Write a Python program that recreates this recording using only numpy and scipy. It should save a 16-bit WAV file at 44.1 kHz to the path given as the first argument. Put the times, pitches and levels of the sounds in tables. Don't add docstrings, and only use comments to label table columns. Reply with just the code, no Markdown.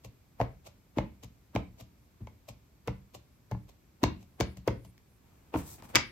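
import sys
import numpy as np
from scipy import signal
from scipy.fft import rfft, irfft, next_fast_len
from scipy.io import wavfile

SR = 44100
rng = np.random.default_rng(int(sys.argv[2]) if len(sys.argv) > 2 else 0)


def generate_wav(sig):
    pcm = np.round(np.clip(np.atleast_2d(sig).T, -1, 1) * 32767).astype(np.int16)
    wavfile.write(sys.argv[1], SR, pcm)


N = 269451
RING_TIME = np.arange(SR // 2) / SR

# [start_s, table_db, lid_db, lid_pitch_hz (at that spot), tipping_time_s, rim_db,
#  contact_brightness_hz, favoured_pitch_hz (of the rim's spot)]
DAB_LIST = [(0.4018, -26.5, -17, 708, .011, -22, 1920, 584),
            (0.9722, -26.5, -23, 301, 0.012, -22.5, 2390, 624),
            (1.5514, -28, -25, 261, 0.009, -22.5, 2630, 710),
            (2.207, -36, -48.5, 305, 0.064, -43, 3000, 900),
            (2.875, -28, -31, 433, .0052, -28.5, 2550, 450),
            (3.513, -28, -34, 647, 0.0048, -34.5, 1850, 850),
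            (4.032, -23.5, -17, 270, .0056, -19, 5660, 1123),
            (4.4019, -24.5, -21.5, 359.5, 0.0057, -21, 5940, 486),
            (4.6763, -25.5, -14.5, 451.6, 0.0043, -21.5, 2150, 450)]
STIFF_HZ, SLACK_LOSS_DB = 605, 9.5
EDGE_DB, EDGE_HZ = -8, 1200
FLAT_TIP_S, FLAT_TICK_DB = 0.007, -9
TILT_LOSS_DB = 24
HARD_HZ, HARD_TICK_DB, SOFT_LOSS_DB = 6500, -3, 12
SHELL_DB = -8.5


def dabs(scrunch_db=-18, squeeze_max_s=0.0078, tick_t60=0.016):
    out = np.zeros((2, N))
    presses = []
    for s, table_db, lid_db, lid_hz, tip_s, rim_db, bright_hz, spot_hz in DAB_LIST:
        edge_db = lid_db + EDGE_DB - SLACK_LOSS_DB * np.log2(max(STIFF_HZ / lid_hz, 1))
        edge_tick_db = rim_db + FLAT_TICK_DB - TILT_LOSS_DB * np.log2(max(tip_s / FLAT_TIP_S, 1))
        rim_tick_db = rim_db + HARD_TICK_DB - SOFT_LOSS_DB * np.log2(HARD_HZ / bright_hz)
        edge = from_db(edge_db) * clack(EDGE_HZ, spot_hz)
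        edge = edge + from_db(edge_tick_db) * crack(tick_t60)
        add(out, s, edge + flex(lid_db, lid_hz, table_db))
        shell = soften(strike(PAD_RINGS, beam_hz=2800), bright_hz)
        rim = clack(bright_hz, spot_hz) + from_db(SHELL_DB) * shell
        add(out, s + tip_s, from_db(rim_db) * rim + from_db(rim_tick_db) * crack(tick_t60))
        presses.append((s + min(tip_s, squeeze_max_s) / 2, rim_db + scrunch_db))
    return out + scrunch(presses)


# [pitch_hz, level_db, fade_time_s (to fall 60 dB)]
CASE_RINGS = [(244, -3.5, 0.031), (454, 1, 0.021), (578, 3, 0.019), (695, 2, 0.015), (867, -5, 0.037),
              (1026, -1, 0.018), (1450, -13.5, 0.004), (2080, -13, .011), (2380, -9, .013),
              (2780, -8, .013), (3250, -11, .011), (4250, -14, .009), (5400, -33, 0.0035),
              (6500, -7, 0.015)]


def clack(bright_hz, spot_hz, crack_db=-4, spot_db=5, spot_octaves=0.24):
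    modes = []
    for hz, level, t60 in CASE_RINGS:
        octaves_away = np.log2(hz / spot_hz)
        boost_db = spot_db * np.exp(-(octaves_away / spot_octaves) ** 2)
        modes.append((hz, level + boost_db, t60))
    knock = strike(modes, beam_hz=3180) + from_db(crack_db) * crack(t60=0.022)
    return soften(knock, bright_hz)


# [pitch_hz, level_db, fade_time_s (to fall 60 dB)]
TABLE_RINGS = [(47, -11, 0.31), (64.6, -5.5, 0.21), (80.2, -8, 0.27), (115.8, 3.5, 0.16),
               (142.2, -10, 0.25), (186.64, -7.5, 0.27), (214, -12.5, 0.23), (285.3, -13, .16)]


def flex(lid_db, lid_hz, table_db, lid_t60=0.031, press_cycles=.5, table_rise_s=0.0075, table_lag_s=0.0028):
    press = 1 - np.exp(-RING_TIME * lid_hz / press_cycles)
    lid = np.sin(2 * np.pi * lid_hz * RING_TIME) * fade(lid_t60) * press
    boom = strike(TABLE_RINGS, beam_hz=900) * (1 - np.exp(-RING_TIME / table_rise_s))
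    late_boom = np.pad(boom, ((0, 0), (int(table_lag_s * SR), 0)))[:, :len(RING_TIME)]
    return from_db(lid_db) * lid / lid.max() + from_db(table_db) * late_boom


# [pitch_hz, level_db (per Hz)]
FOAM_COLOUR = [(150, 7.5), (600, 9.5), (1100, 7), (1600, -3.5), (2500, -4.5), (6000, -18), (10000, -18.5),
               (13000, -21), (16000, -23)]


def scrunch(presses, touch_s=0.0075, crush_s=0.018, crush_lag_s=0.0009):
    squeeze = sum(from_db(db) * surge(s + crush_lag_s, touch_s, crush_s) for s, db in presses)
    return squeeze * diffuse(grains(per_s=12000, spread_db=4.5), FOAM_COLOUR)


# [pitch_hz, level_db (per Hz)]
TICK_COLOUR = [(400, -19), (1500, 4.5), (3000, -2), (6000, -0.5), (8500, -8.5), (10500, -10.5),
               (13000, -12.5), (16000, -11.5)]


def crack(t60):
    return diffuse(rng.standard_normal((2, len(RING_TIME))), TICK_COLOUR) * fade(t60)


# [release_s, crackle_db, build_up_s, thump_db (of the spring-back), lid_pitch_hz]
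LIFT_LIST = [(0.048, -46.5, .0046, -44, 555), (0.671, -47, .0098, -54, 600), (1.236, -45, .0046, -42, 260),
             (1.807, -46.5, .012, -44.5, 256), (2.490, -42, .005, -43.5, 578),
             (3.149, -43.5, .0052, -48, 605), (3.694, -54.5, .0069, -60, 600),
             (4.228, -61, .029, -66.5, 304), (4.572, -52.5, .0036, -42, 200), (4.850, -55, .0034, -47, 640)]
# [pitch_hz, level_db (per Hz)]
INK_COLOUR = [(150, -6), (600, 13), (1000, 5.5), (1600, -12.5), (2400, 1.5), (4500, -3.5), (7000, -2),
              (10000, -8), (13000, -6.5), (16000, -21.5)]


def lifts(release_s=0.0084, pluck_db=-2, quick_s=0.0031, lid_db=-7):
    pull = sum(from_db(db) * surge(s, build_s, release_s) for s, db, build_s, _, _ in LIFT_LIST)
    threads = grains(per_s=2200, spread_db=3.8)
    out = pull * diffuse(threads, INK_COLOUR)
    for s, db, build_s, thump_db, lid_hz in LIFT_LIST:
        quickness = min(quick_s / build_s, 1)
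        pluck = from_db(db + pluck_db) * quickness * strike(CASE_RINGS, beam_hz=3330)
        add(out, s, pluck + flex(thump_db + lid_db, lid_hz, thump_db))
    return out


# [pitch_hz, level_db, fade_time_s (to fall 60 dB)]
PAD_RINGS = [(982, -22, 0.088), (1227, -17.5, 0.044), (1530, -26.5, .018), (1920, -11, .022),
             (2230, 1, .026), (2700, -7, .022), (3040, -9.5, 0.016), (3806, -12.5, 0.012),
             (4300, -14.5, 0.015), (4560, -13, 0.004), (5360, -20.5, 0.011), (6540, -30.5, 0.0067),
             (8660, -14, 0.0097)]
SET_DOWN_S, SET_DOWN_DB, SET_DOWN_HZ = 5.956, -12, 14400
CORNER_LEAD_S, CORNER_DB, CORNER_HZ = 0.0054, -22.5, 5000
ROCK_S, ROCK_LOSS_DB, ROCK_DULLING = .0037, 2.5, 0.64


def set_down(crack_db=5, crack_t60=0.0073, shell_db=-2, scrunch_db=-27, count=5):
    out = scrunch([(SET_DOWN_S, scrunch_db)])
    add(out, SET_DOWN_S, flex(lid_db=-30, lid_hz=307, table_db=-31.5))
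    contacts = [(SET_DOWN_S - CORNER_LEAD_S, CORNER_DB, CORNER_HZ), (SET_DOWN_S, SET_DOWN_DB, SET_DOWN_HZ)]
    for k in range(1, count):
        s = SET_DOWN_S + ROCK_S * (k + rng.uniform(-.3, .3))
        contacts.append((s, SET_DOWN_DB - k * ROCK_LOSS_DB, SET_DOWN_HZ * ROCK_DULLING ** k))
    for s, db, bright_hz in contacts:
        shell = from_db(shell_db) * strike(PAD_RINGS, beam_hz=2830)
        shell = shell + from_db(crack_db) * crack(crack_t60)
        add(out, s, from_db(db) * soften(shell, bright_hz))
    return out


# [start_s, level_db, pitch_hz]
BUMP_LIST = [(5.5415, -23.5, 665), (5.553, -23.5, 298), (5.85, -50, 195)]
# [start_s, level_db]
KNOCK_LIST = [(3.5479, -43.5), (5.5399, -24.5), (5.5463, -28), (5.559, -28), (5.824, -48)]
KNOCK_HZ, KNOCK_SPOT_HZ = 1600, 900
# [start_s, level_db]
NAIL_TICKS = [(3.696, -54.5), (4.571, -45.5), (4.9789, -54.5), (5.581, -56), (5.692, -49.5), (5.823, -45.5)]


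def bumps(table_db=-8.5, scrunch_db=-19):
    out = scrunch([(s, db + scrunch_db) for s, db, _ in BUMP_LIST])
    for s, db, hz in BUMP_LIST:
        add(out, s, flex(db, hz, db + table_db))
    for s, db in KNOCK_LIST:
        add(out, s, from_db(db) * clack(KNOCK_HZ, KNOCK_SPOT_HZ))
    for s, db in NAIL_TICKS:
        add(out, s, from_db(db) * crack(t60=0.012))
    return out


# [full_strength_s, hold_s, dry_hiss_db, dull_rub_db]
STROKE_LIST = [(5.276, 0.23, -76.5, -68.5), (5.573, 0.032, -50.5, -46), (5.67, 0.074, -51, -57),
               (5.786, 0.012, -71, -52.5), (5.835, 0.019, -60.5, -54), (5.892, 0.014, -61, -52)]
# [pitch_hz, level_db (per Hz)]
SKIN_COLOUR = [(500, 3), (2000, -42), (3500, -6), (5000, -3), (7500, 1.5), (8800, 6), (11000, -2),
               (14000, -1), (16000, -6)]
RUB_COLOUR = [(100, 12), (400, -1), (900, 3), (1500, -6), (2500, -7), (5000, -21.5), (12000, -38)]
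STROKE_SWELL, STROKE_RELEASE_S = 0.29, 0.021


def slide():
    hiss, rub = 0, 0
    for s, hold_s, hiss_db, rub_db in STROKE_LIST:
        speed = surge(s, STROKE_SWELL * hold_s, STROKE_RELEASE_S, hold_s)
        hiss = hiss + from_db(hiss_db) * speed
        rub = rub + from_db(rub_db) * speed
    fine = diffuse(grains(per_s=14000, spread_db=6.0), SKIN_COLOUR)
    dull = diffuse(grains(per_s=2000, spread_db=2.0), RUB_COLOUR)
    return hiss * fine + rub * dull


# [pitch_hz, fade_time_s (to fall 60 dB; below zero they grow instead)]
ECHO_TIMES = [(60, .5), (150, 0.38), (400, 0.2757), (1000, 0.2359), (2400, 0.32), (5000, 0.26),
              (8000, 0.08), (14000, -2.05)]
# [pitch_hz, level_db (against the direct sound)]
ECHO_LEVELS = [(50, -6.5), (120, -9.5), (300, -5), (700, -11), (1500, -5.5), (2500, -8.5), (5000, -6),
               (8000, -11), (14000, -28.5)]


def room(x, first_echo_s=0.0054, build_s=0.00079, count=12):
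    size = len(RING_TIME)
    centres = np.geomspace(50, 16000, 14)
    hz = np.fft.rfftfreq(size, 1 / SR)
    bands = np.array([at_hz(list(zip(centres, pick)), hz) for pick in np.eye(len(centres))])
    swell = 1 - np.exp(-np.maximum(RING_TIME - first_echo_s, 0) / build_s)
    decays = swell * fade(at_hz(ECHO_TIMES, centres)[:, None])
    gains = from_db(at_hz(ECHO_LEVELS, centres)) * np.sqrt(np.mean(bands ** 2, axis=1) / size)
    out = np.zeros((2, N))
    for stretch in np.array_split(np.arange(N), count):
        echoes = rfft(diffuse(rng.standard_normal((2, size))))
        response = 0
        for gain, band, decay in zip(gains, bands, decays):
            response = response + gain * rms_one(irfft(echoes * band, size) * decay)
        add(out, stretch[0] / SR, signal.fftconvolve(x[:, stretch], response, axes=1))
    return out


# [pitch_hz, level_db (per Hz)]
AIR_COLOUR = [(20, -25), (40, -1.5), (62, 1.5), (120, -3), (250, -9.5), (500, -19), (1000, -22.5),
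              (1900, -28), (2350, -25.5), (2900, -30.5), (5000, -31), (8000, -32), (14000, -33.5),
              (16000, -45.5)]


def air(level_db=-62):
    return from_db(level_db) * diffuse(rng.standard_normal((2, N)), AIR_COLOUR)


MODE_SCATTER_DB, MODE_DETUNE = 1.2, .018
RIGHT_LAG_S = .00005


def strike(modes, beam_hz):
    out = np.zeros((2, len(RING_TIME)))
    arrival = np.maximum(RING_TIME - np.array([[0], [RIGHT_LAG_S]]), 0)
    for k, (hz, db, t60) in enumerate(modes):
        strength = from_db(db + MODE_SCATTER_DB * rng.normal()) * (-1) ** k
        skew = rng.normal(size=(2, 1)) * min(hz / beam_hz, 1) ** 2
        pitch = hz * (1 + MODE_DETUNE * rng.normal())
        size = int(2 * t60 * SR)
        wave = np.sin(2 * np.pi * pitch * arrival[:, :size] + skew)
        out[:, :size] += strength * wave * fade(t60)[:size]
    return out


def surge(peak_s, build_s, release_s, hold_s=0):
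    t = np.arange(N) / SR - peak_s
    away = np.maximum(-t / build_s, (t - hold_s) / release_s)
    return np.exp(-np.clip(away, 0, 20))


def grains(per_s, spread_db):
    sizes = from_db(spread_db * np.minimum(rng.exponential(1, (2, N)), 4))
    return (rng.random((2, N)) < per_s / SR) * sizes * rng.choice([-1, 1], (2, N))


def soften(x, hz):
    return signal.sosfilt(signal.butter(2, min(hz, .45 * SR), fs=SR, output="sos"), x)


# [pitch_hz, correlation (kept within -1 and 1 when used)]
SIDE_LIKENESS = [(100, 0.91), (300, 0.79), (800, 0.05), (2000, 0.26), (4500, 0.093), (8500, -0.4),
                 (10000, -2), (12000, 0.96), (16000, 0.29)]


def diffuse(pair, spectrum=None):
    size = pair.shape[-1]
    padded = next_fast_len(size)
    hz = np.fft.rfftfreq(padded, 1 / SR)
    colour = 1 if spectrum is None else from_db(at_hz(spectrum, hz))
    mid, side = rfft(pair, padded) * colour
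    alike = np.clip(at_hz(SIDE_LIKENESS, hz), -1, 1)
    mid = mid * np.sqrt(1 + alike)
    side = side * np.sqrt(1 - alike)
    return rms_one(irfft(np.array([mid + side, mid - side]), padded)[:, :size])


def from_db(db):
    return 10 ** (np.asarray(db) / 20)


def rms_one(x):
    return x / np.sqrt(np.mean(x ** 2) + 1e-20)


def at_hz(points, hz):
    known_hz, values = np.transpose(points)
    return np.interp(np.log(np.maximum(hz, 1)), np.log(known_hz), values)


def fade(t60):
    return np.exp(-np.log(1000) * RING_TIME / t60)


def add(out, s, sound):
    start = int(round(s * SR))
    out[:, start:start + sound.shape[-1]] += sound[..., :max(N - start, 0)]


LEFT_DB = 0.76


def scene():
    handling = dabs() + lifts() + bumps() + slide() + set_down()
    direct = handling * from_db([[LEFT_DB], [-LEFT_DB]])
    return direct + room(handling) + air()


def record(dry, cutoff_hz=15900):
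    thinned = signal.sosfilt(signal.butter(2, 38, "high", fs=SR, output="sos"), dry)
    return signal.sosfilt(signal.ellip(10, .1, 80, cutoff_hz, fs=SR, output="sos"), thinned)


dry = scene()
out = record(dry)
generate_wav(out)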